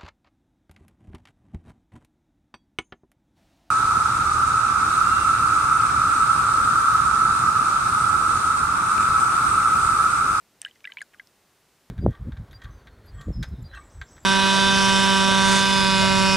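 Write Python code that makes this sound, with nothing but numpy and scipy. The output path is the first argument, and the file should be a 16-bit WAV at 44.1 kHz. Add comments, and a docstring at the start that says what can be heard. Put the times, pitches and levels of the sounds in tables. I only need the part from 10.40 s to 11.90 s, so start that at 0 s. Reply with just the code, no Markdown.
"""Ripples against a drifting boat

Small ripples lap at a hull on a calm lake, heard from just above the waterline. Each lap traps
a few air bubbles that ring briefly as plops; tiny films and droplets burst with a tick.
The hull scatters a very short tail; a faint steady hiss and low rumble lie underneath."""
import sys
import numpy as np
from scipy import signal
from scipy.fft import rfft, irfft
from scipy.io import wavfile

SR = 44100
rng = np.random.default_rng(int(sys.argv[2]) if len(sys.argv) > 2 else 0)


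def file_out(sig):
    """Save sig as 16-bit WAV at sys.argv[1]."""
    # one column per channel
    cols = np.atleast_2d(sig).T
    # limit, then scale
    lim = np.clip(cols, -1, 1)
    pcm = np.round(lim * 32767).astype(np.int16)
    wavfile.write(sys.argv[1], SR, pcm)


N = 66150
CUTOFF_HZ = 15600
SIDE = np.array([[1], [-1]])   # adds to the left, subtracts from the right
EVENT_TIME_S = np.arange(SR // 10) / SR   # time axis of one small event


def from_db(db):
    """Decibels to gain."""
    return 10 ** (np.asarray(db) / 20)


def eq_gains(curve):
    """Gain at each FFT bin from (Hz, dB) points joined on a log-frequency axis."""
    bin_hz = np.arange(N // 2 + 1) * SR / N
    hz, db = np.transpose(curve)
    return from_db(np.interp(np.log(np.maximum(bin_hz, 1)), np.log(hz), db))


def add(track, time_s, sound):
    """Mix a sound into a track at a given time."""
    start = int(time_s * SR)
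    track[start:start + len(sound)] += sound[:N - start]


def burst(decay_ms, delay_ms=0):
    """Noise with a hard attack after a delay, dying away; energy 1."""
    ms = EVENT_TIME_S * 1000 - delay_ms
    noise = rng.standard_normal(len(ms)) * (ms >= 0) * np.exp(-np.abs(ms) / decay_ms)
    return noise / np.linalg.norm(noise)


def spurt(low_hz, high_hz, decay_ms):
    """A short band-passed noise transient; peak 1."""
    band = signal.butter(5, [low_hz, high_hz], "band", fs=SR, output="sos")
    noise = signal.sosfilt(band, burst(decay_ms))
    return noise / np.abs(noise).max()


def ring(hz, swell_ms, decay_ms, octaves_per_s=0):
    """A pocket of air swells into oscillation and dies away; its pitch can slide at the start."""
    ms = EVENT_TIME_S * 1000
    rise = np.minimum(ms / swell_ms, 1)
    swell = np.sin(np.pi / 2 * rise) ** 1.14   # a power above 1 softens the attack
    fade = np.exp(-np.maximum(ms - swell_ms, 0) / decay_ms)
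    pitch = hz * 2 ** (octaves_per_s * np.minimum(EVENT_TIME_S, 0.0146))   # holds after 14.6 ms
    return swell * fade * np.sin(2 * np.pi * np.cumsum(pitch) / SR)


# Tone of the noise bed: (frequency [Hz], relative spectral level [dB])
BED_EQ = [(15, -48), (25, -16), (50, -8), (80, -7.5), (170, -5), (350, -5.5), (500, -7.5), (900, -9.5),
          (1600, -11.5), (4000, -15.5), (8000, -18.5), (15500, -23.5)]
# Stereo width of the bed: (frequency [Hz], side against mid [dB])
BED_WIDTH = [(30, -18), (90, -27), (180, -24), (380, -21.5), (700, -17), (1300, -18), (2400, -18),
             (4400, -9), (8000, -6), (15000, -4)]


def background():
    """A bed of steady hiss and low rumble, centred in the bass and wider in the treble."""
    hz = np.arange(N // 2 + 1) * SR / N
    colour = eq_gains(BED_EQ) * (hz < CUTOFF_HZ)
    mid = irfft(rfft(rng.standard_normal(N)) * colour, N)
    side = irfft(rfft(rng.standard_normal(N)) * colour * eq_gains(BED_WIDTH), N)
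    return from_db(-64) * (mid + side * SIDE) / mid.std()


def hull(water):
    """The direct sound sits centre; hull and ripples return a dense short scatter and a faint tail."""
    def reflections():
        scatter = from_db(-15) * burst(decay_ms=2.04, delay_ms=0.44)
        tail = from_db(-32) * burst(decay_ms=25, delay_ms=0.44)
        return signal.fftconvolve(water, scatter + tail)[:N]
    return water + reflections() + 0.041 * reflections() * SIDE   # just a trace of width


# Tone of the droplet crackle: (frequency [Hz], relative spectral level [dB])
SPATTER_EQ = [(400, -17), (750, 4.5), (1100, -17), (1700, 5), (3000, 3), (4500, -9), (8500, -11.5),
              (11000, -16), (15000, -22)]
# Laps washing along the hull: (time [s], length [s], rms level at the crest [dB])
LAP_WASHES = [(0.212, 0.027, -55), (0.231, 0.074, -59.5), (0.353, 0.018, -61.5), (0.486, 0.069, -62.5),
              (0.609, 0.018, -54), (0.732, .016, -62)]


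def spatter(drops_per_s=1100, spread_db=3.5):
    """Countless tiny droplets crackle while a lap washes along the hull."""
    t = np.arange(N) / SR
    sizes = from_db(spread_db * rng.standard_normal(N)) * rng.choice([-1, 1], N)
    drops = sizes * (rng.random(N) < drops_per_s / SR)
    crackle = irfft(rfft(drops) * eq_gains(SPATTER_EQ), N)
    wash = np.zeros(N)
    for time_s, length_s, db in LAP_WASHES:
        progress = np.clip((t - time_s) / length_s, 0, 1)
        wash += from_db(db) * np.sqrt(np.abs(np.sin(np.pi * progress)))
    return wash * crackle / crackle.std()


# Films and droplets that burst: (time [s], pitch [Hz], ring level [dB], decay [ms])
BURSTING_FILMS = [ (0.2169, 8650, -19.5, 0.29), (0.2167, 2980, -32.5, 0.64), (0.2177, 6140, -34, 0.93),
                  (.2280, 6330, -46, 0.63), (0.2583, 8100, -40.5, 0.35), (0.2616, 8600, -46, .4),
                  (.2703, 8400, -50, .5), (.2860, 4200, -49.5, 0.67), (0.2962, 2970, -51, .8),
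                  (.3550, 5670, -52, 0.37), (0.4057, 2760, -46.5, 0.35), (.4057, 6000, -51, .5),
                  (.4428, 5330, -46, 0.78), (.4760, 8150, -50.5, .6), (.5365, 6650, -46.5, .6),
                  (0.606, 7700, -55, .5), (.6177, 9000, -33, 0.85), (.6178, 7070, -40, 1),
                  (.6239, 6900, -40, .6), (0.7449, 2220, -46, 0.68), (.7960, 4510, -57, .7),
                  (0.7958, 6000, -55.5, 0.7), (.8722, 5250, -44.5, 0.62), ]


def ticks():
    """Bursting films give a bright snap and ring for a few cycles only."""
    out = np.zeros(N)
    for time_s, hz, db, decay_ms in BURSTING_FILMS:
        snap = from_db(-7) * spurt(low_hz=1900, high_hz=11270, decay_ms=0.51)
        tone = ring(hz, swell_ms=0.34, decay_ms=decay_ms)
        add(out, time_s, from_db(db) * (tone + snap))
    return out


# Air bubbles trapped at the hull:
# (time [s], pitch [Hz], ring level [dB], swell [ms], decay [ms], glide [octaves/s])
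TRAPPED_BUBBLES = [ (.2180, 8570, -42.5, .8, 1.5, 12), (0.229, 1814, -45.5, 0.47, 3.2, -19),
                   (.2486, 5250, -36, 0.42, 0.68, 2), (.2490, 2963, -21, 1.46, 1.53, 2),
                   (0.2499, 1698, -35, 0.33, 4.6, -2.5), (0.258, 2880, -46, 1.2, 1.7, 8),
                   (0.2608, 1613, -32, 1.96, 4.4, 3.5), (0.269, 1820, -40.5, 2, 1.4, 0),
                   (0.276, 2850, -50, 1.3, 4.0, -6), (.2805, 2004, -50.5, 0.98, 7.9, -0.5),
                   (0.311, 3100, -44, 0.4, 1.9, 0), (.3575, 2144, -54, 1.7, 3.0, -11),
                   (0.4423, 2384, -33.5, 2.2, 5.6, -13), (0.4425, 1760, -41.5, .5, 0.91, 3),
                   (0.4504, 1628, -34, 1.9, 7.5, 4), (0.4532, 2685, -25.5, 0.73, 1.4, 11),
                   (.4534, 3700, -39, 0.91, 1.3, 0), (.4732, 1965, -29.5, 0.97, 4.5, 2.5),
                   (0.4922, 1584, -46, 2.2, 6.9, -1), (0.5, 2040, -43, 0.92, 5.7, -1),
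                   (.5000, 1117, -54.5, 1.8, 9.6, 1), (0.5205, 2300, -33.5, 0.3, 1.4, 5),
                   (0.5196, 3750, -41.5, 0.92, 1.2, 2), (0.5202, 1650, -50, 0.41, 10, -4.5),
                   (0.5195, 3050, -34.5, 2.1, 1.6, 1), (.5330, 996, -56, 2, 18, -7.5),
                   (0.5705, 2220, -25.5, 1.56, 2.5, 7), (0.5701, 1670, -41, 0.89, 1.9, 4),
                   (.5710, 993, -48.5, 0.95, 11.5, 5), (0.5758, 2280, -39.5, 3.5, 4.2, 1.5),
                   (0.584, 2590, -32, 2.2, 0.37, 10), (.5890, 2695, -37, 1.8, 1.66, 55),
                   (0.6, 2060, -52, 1.7, 2.1, -19), (0.6057, 2116, -33, 4.5, 1.3, 6),
                   (0.6156, 1765, -26.5, 1.25, 4.9, -18), (.6156, 4140, -44.5, 1.2, 1.1, -3),
                   (0.6243, 4700, -46, 1.7, 2.4, 19), (0.7385, 2260, -47, 0.69, 1.2, -7),
                   (0.7399, 1700, -48.5, 0.5, 1.6, 9), (0.7447, 1680, -44.5, 0.92, 3.5, -55),
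                   (0.754, 1230, -59, 2.0, 5.0, -2), (0.786, 3140, -56, 1.6, 1, 0),
                   (.7959, 3260, -50.5, 1.6, 1.5, 5), (0.7973, 2093, -33.5, 2.5, 2.3, -4),
                   (0.7965, 1702, -36.5, 0.62, 5.8, -8.5), ]


def plops():
    """Every trapped bubble rings, with a little splash for a wet edge as its neck closes."""
    out = np.zeros(N)
    for time_s, hz, db, swell_ms, decay_ms, glide in TRAPPED_BUBBLES:
        splash = from_db(-9.5) * spurt(low_hz=1495, high_hz=3880, decay_ms=1.2)
        tone = ring(hz, swell_ms, decay_ms, glide)
        add(out, time_s, from_db(db) * (tone + splash))
    return out


def scene():
    """Water at the hull over the quiet of the lake."""
    return background() + hull(plops() + ticks() + spatter())


def record(dry):
    """A steep low-pass takes off the very top."""
    low_pass = signal.ellip(10, .1, 70, CUTOFF_HZ, fs=SR, output="sos")
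    return signal.sosfilt(low_pass, dry)


dry = scene()
out = record(dry)
file_out(out)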